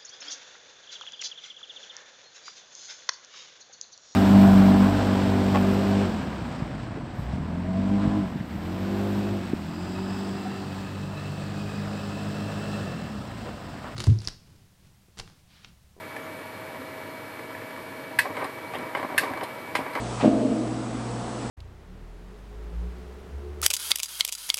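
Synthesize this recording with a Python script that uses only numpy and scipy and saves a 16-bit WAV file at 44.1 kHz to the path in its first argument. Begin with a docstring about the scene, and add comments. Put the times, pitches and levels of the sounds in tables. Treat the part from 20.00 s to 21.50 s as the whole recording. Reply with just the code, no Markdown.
"""In a large, echoing gym, a person jumps onto a low steel-framed box with a padded top.
Ventilation rushes, the mains and fans hum, and a thin electronic whine goes on throughout.
Clothes swish, rubber soles scuff the top, and the feet thud down in a quick cluster that rings the
frame. Softer knocks and echoes follow the landing while the hall rings."""
import sys
import numpy as np
from scipy import signal
from scipy.fft import rfft, irfft
from scipy.io import wavfile
from scipy.ndimage import uniform_filter1d

SR = 44100
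rng = np.random.default_rng(int(sys.argv[2]) if len(sys.argv) > 2 else 0)


def digitize_waveform(pressure):
    """Quantize a signal to 16-bit integers and store it at the path in sys.argv[1].

    Rows of a 2-D input are taken as channels; values are limited to [-1, 1].
    """
    field = np.atleast_2d(pressure).T
    bounded = np.clip(field, -1, 1)
    quanta = np.round(bounded * 32767).astype(np.int16)
    wavfile.write(sys.argv[1], SR, quanta)


N = 66150

# tone colour of the rushing air: f/Hz, relative level/dB
AIR_COLOUR = [(15, -23), (28, -12), (42, -15), (58, -7), (78, -12), (110, -8), (150, -7.5), (195, -.5),
              (238, 2.5), (275, -3), (310, -2.5), (400, -5.5), (480, -4), (570, -8), (690, -6), (820, -8.5),
              (1200, -11), (1650, -18), (2500, -21.5), (4000, -24.2), (6500, -26.7), (8500, -27),
              (9600, -30.5), (10400, -39.5), (11000, -55)]
# hum of the mains and fans: f/Hz, level/dB, amount of waver
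HUM_TONES = [(58.5, -49.5, .7), (119.7, -37, .26), (240, -48.5, .6), (495, -53, .5), (694, -47.5, .5),
             (748, -53, .4)]
# slight rise and fall of the background: t/s, level/dB
BACKGROUND_LEVEL = [(0, .8), (.2, .8), (.3, -.8), (.6, -1), (1.0, -.5), (1.3, -.1), (1.44, .9), (1.5, .4)]
# tone colour of the clothes: f/Hz, relative level/dB
SWISH_COLOUR = [(300, -20), (1000, 0), (2500, -1), (5000, -4), (8500, -4), (10500, -20)]
# soles scuffing the top: t/s, level/dB, rise/s, decay/s
SOLE_SCUFFS = [(.192, -27.5, .022, .042), (.243, -37.5, .008, .03)]
# tone colour of the scuffs: f/Hz, relative level/dB
SCUFF_COLOUR = [(200, -20), (450, -8), (620, 0), (1200, -1), (1700, -12), (2600, -12), (3500, -16),
                (4500, -23), (7000, -31), (11000, -44)]
# thuds of the landing, then softer knocks and echoes: t/s, relative level/dB, pulse length/ms
THUDS = [(.2279, -6, .7), (.2359, -7.5, .15), (.2459, -1, .17), (.2584, 2, .72), (.2782, -1, .5),
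         (.4495, -11, .7), (.4995, -12, .8), (.62, -18, .7), (.738, -16, .8), (.929, -16, .8)]
# notes at which the top and frame ring: f/Hz, relative level/dB, time to fade by 60 dB/s
BOX_NOTES = [(111, -21, .13), (225, -4.8, .27), (267, 3.5, .28), (321, 2, .27), (438, -8, .13),
             (509, -6, .13), (545, -14, .08), (604, .7, .09), (670, -7.5, .13), (735, -22, .06),
             (885, -28, .05), (1240, -22, .03)]
# how long the gym rings: f/Hz, time to fade by 60 dB/s
GYM_FADE = [(100, 1.0), (250, 1.55), (600, 1.3), (1500, 1.0), (8000, .5)]
# tone colour of the gym's ringing: f/Hz, level/dB
HALL_COLOUR = [(90, -3), (160, -5), (203, 3.5), (238, 0), (268, -5), (318, -3.5), (380, -9), (440, 4),
               (515, 1.5), (600, -3.5), (675, 8), (770, 9), (950, 6), (1500, 3), (5000, 0)]
# echoes from the far walls: delay/s, level/dB
WALL_ECHOES = [(.172, -12), (.38, -19)]


def amp(db):
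    """Turns decibels into a number to multiply by."""
    return 10 ** (np.asarray(db) / 20)


def unit(x):
    """Scales a signal to an average power of one."""
    return x / np.sqrt(np.mean(abs(x) ** 2) + 1e-20)


def look_up(table, hz):
    """Reads between the rows of a table, spacing frequencies by pitch."""
    f, value = np.transpose(table)
    return np.interp(np.log(hz + 1), np.log(f + 1), value)


def colour(x, table):
    """Turns each frequency of a sound up or down as a table says."""
    gain = amp(look_up(table, np.fft.rfftfreq(2 * N, 1 / SR)))
    return irfft(rfft(x, 2 * N) * gain)[:N]


def ventilation(level_db=-34.7, patch_db=.8):
    """Air rushes broadly, with faint louder and softer patches drifting through it."""
    bands = signal.stft(rng.standard_normal(N), nperseg=1024)[2]
    patches = uniform_filter1d(rng.standard_normal(bands.shape), size=10, axis=0)  # smooth in pitch
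    patches = unit(uniform_filter1d(patches, size=8, axis=1))  # and in time
    rush = signal.istft(bands * amp(patch_db * patches), nperseg=1024)[1][:N]
    return amp(level_db) * unit(colour(rush, AIR_COLOUR))


def hum(waver_hz=5):
    """The mains and fans give steady tones that waver a little."""
    t, out = np.arange(N) / SR, np.zeros(N)
    slow_band = np.exp(-(np.fft.fftfreq(N, 1 / SR) / waver_hz) ** 2)
    for hz, db, waver in HUM_TONES:
        drift = unit(np.fft.ifft(slow_band * np.exp(2j * np.pi * rng.random(N))))
        tone = np.exp(2j * np.pi * (hz * t + rng.random()))
        out += amp(db) * unit(((1 + waver * drift) * tone).real)
    return out


def whine(pitch_hz=7856, level_db=-58, flutter_hz=30, depth_hz=29):
    """A high electronic tone stays equally loud while its pitch flutters quickly."""
    t = np.arange(N) / SR
    hz = pitch_hz + depth_hz * np.sin(2 * np.pi * (flutter_hz * t + rng.random()))
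    return amp(level_db) * unit(np.sin(2 * np.pi * np.cumsum(hz) / SR))


def clothes(peak_s=.16, spread_s=.13, level_db=-45.5):
    """Fabric swishes faintly as the knees come up."""
    t = np.arange(N) / SR
    swell = np.exp(-((t - peak_s) / spread_s) ** 2)
    return amp(level_db) * swell * unit(colour(rng.standard_normal(N), SWISH_COLOUR))


def soles(grain_db=2):
    """Rubber grips and slips in fine grains just before the weight arrives."""
    t, level = np.arange(N) / SR, np.zeros(N)
    for start, db, rise, decay in SOLE_SCUFFS:
        fade_in = np.clip((t - start) / rise, 0, 1)
        fade_out = np.exp(-np.maximum(t - start - rise, 0) / decay)
        level += amp(db) * fade_in * fade_out
    grains = amp(grain_db * unit(uniform_filter1d(rng.standard_normal(N), size=60)))
    return level * unit(colour(grains * rng.standard_normal(N), SCUFF_COLOUR))


def box(polarity, ring_gain_db=-15, thud_gain_db=-10.5, thud_hz=380, thud_s=.0011):
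    """The landing thuds on the top and rings the frame; softer knocks and echoes share that sound."""
    t, pulses = np.arange(N) / SR, np.zeros(N)
    for start, db, length_ms in THUDS:
        age = np.maximum(t - start, 0) * 2000 / length_ms  # a longer pulse sounds duller
        pulse = age * np.exp(-age)
        pulses += amp(db) * pulse / pulse.sum()
    # depending on direction, neighbouring notes start in step (polarity 1) or opposed (-1)
    ring = sum(polarity ** k * amp(db - 60 * t / fade_s) * np.sin(2 * np.pi * hz * t)
               for k, (hz, db, fade_s) in enumerate(BOX_NOTES))
    thud = np.exp(1 - t / thud_s) * np.cos(2 * np.pi * thud_hz * t) * t / thud_s
    knocks = signal.fftconvolve(pulses, amp(ring_gain_db) * ring + amp(thud_gain_db) * thud)[:N]
    # the open frame gives off little bass, and the padding soaks up the treble
    return signal.sosfilt(signal.butter(2, [165, 920], "band", fs=SR, output="sos"), knocks)


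def gym(x, delay_s=.012, build_s=.13):
    """Many reflections build up across the hall, then each pitch fades at its own speed."""
    t = np.arange(N) / SR
    hz, when, bands = signal.stft(rng.standard_normal(N), SR, nperseg=512)
    fade = amp(-60 * when / look_up(GYM_FADE, hz)[:, None])
    tail = signal.istft(bands * fade, SR, nperseg=512)[1][:N]
    tail *= np.sqrt(np.clip((t - delay_s) / build_s, 0, 1))
    spectrum = rfft(tail)
    spectrum /= np.sqrt(uniform_filter1d(abs(spectrum) ** 2, size=30))  # even out before colouring
    tail = irfft(spectrum, N) * (t > delay_s)
    return signal.fftconvolve(x, colour(tail, HALL_COLOUR))[:N]


def walls(x, cutoff_hz=550):
    """The far ends of the hall send back dull, separate echoes."""
    t = np.arange(N) / SR
    dull = signal.sosfilt(signal.butter(2, cutoff_hz, fs=SR, output="sos"), x)
    return sum(amp(db) * np.interp(t - delay, t, dull, left=0) for delay, db in WALL_ECHOES)


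def scene(scuff_send_db=-13):
    """Adds the jump and its echoes to the steady background."""
    thump, thump_into_hall = box(polarity=1), box(polarity=-1)
    scuff = soles()
    echoes = gym(thump_into_hall + amp(scuff_send_db) * scuff) + walls(thump_into_hall)
    jump = clothes() + scuff + thump
    level = amp(np.interp(np.arange(N) / SR, *np.transpose(BACKGROUND_LEVEL)))
    background = level * (ventilation() + hum() + whine())
    return (background + jump + echoes)[None]


def record(dry, cutoff_hz=10750):
    """Cuts away the highest treble."""
    low_pass = signal.firwin(511, cutoff_hz, window=("kaiser", 9), fs=SR)
    return signal.oaconvolve(dry, low_pass[None], "same")


dry = scene()
out = record(dry)
digitize_waveform(out)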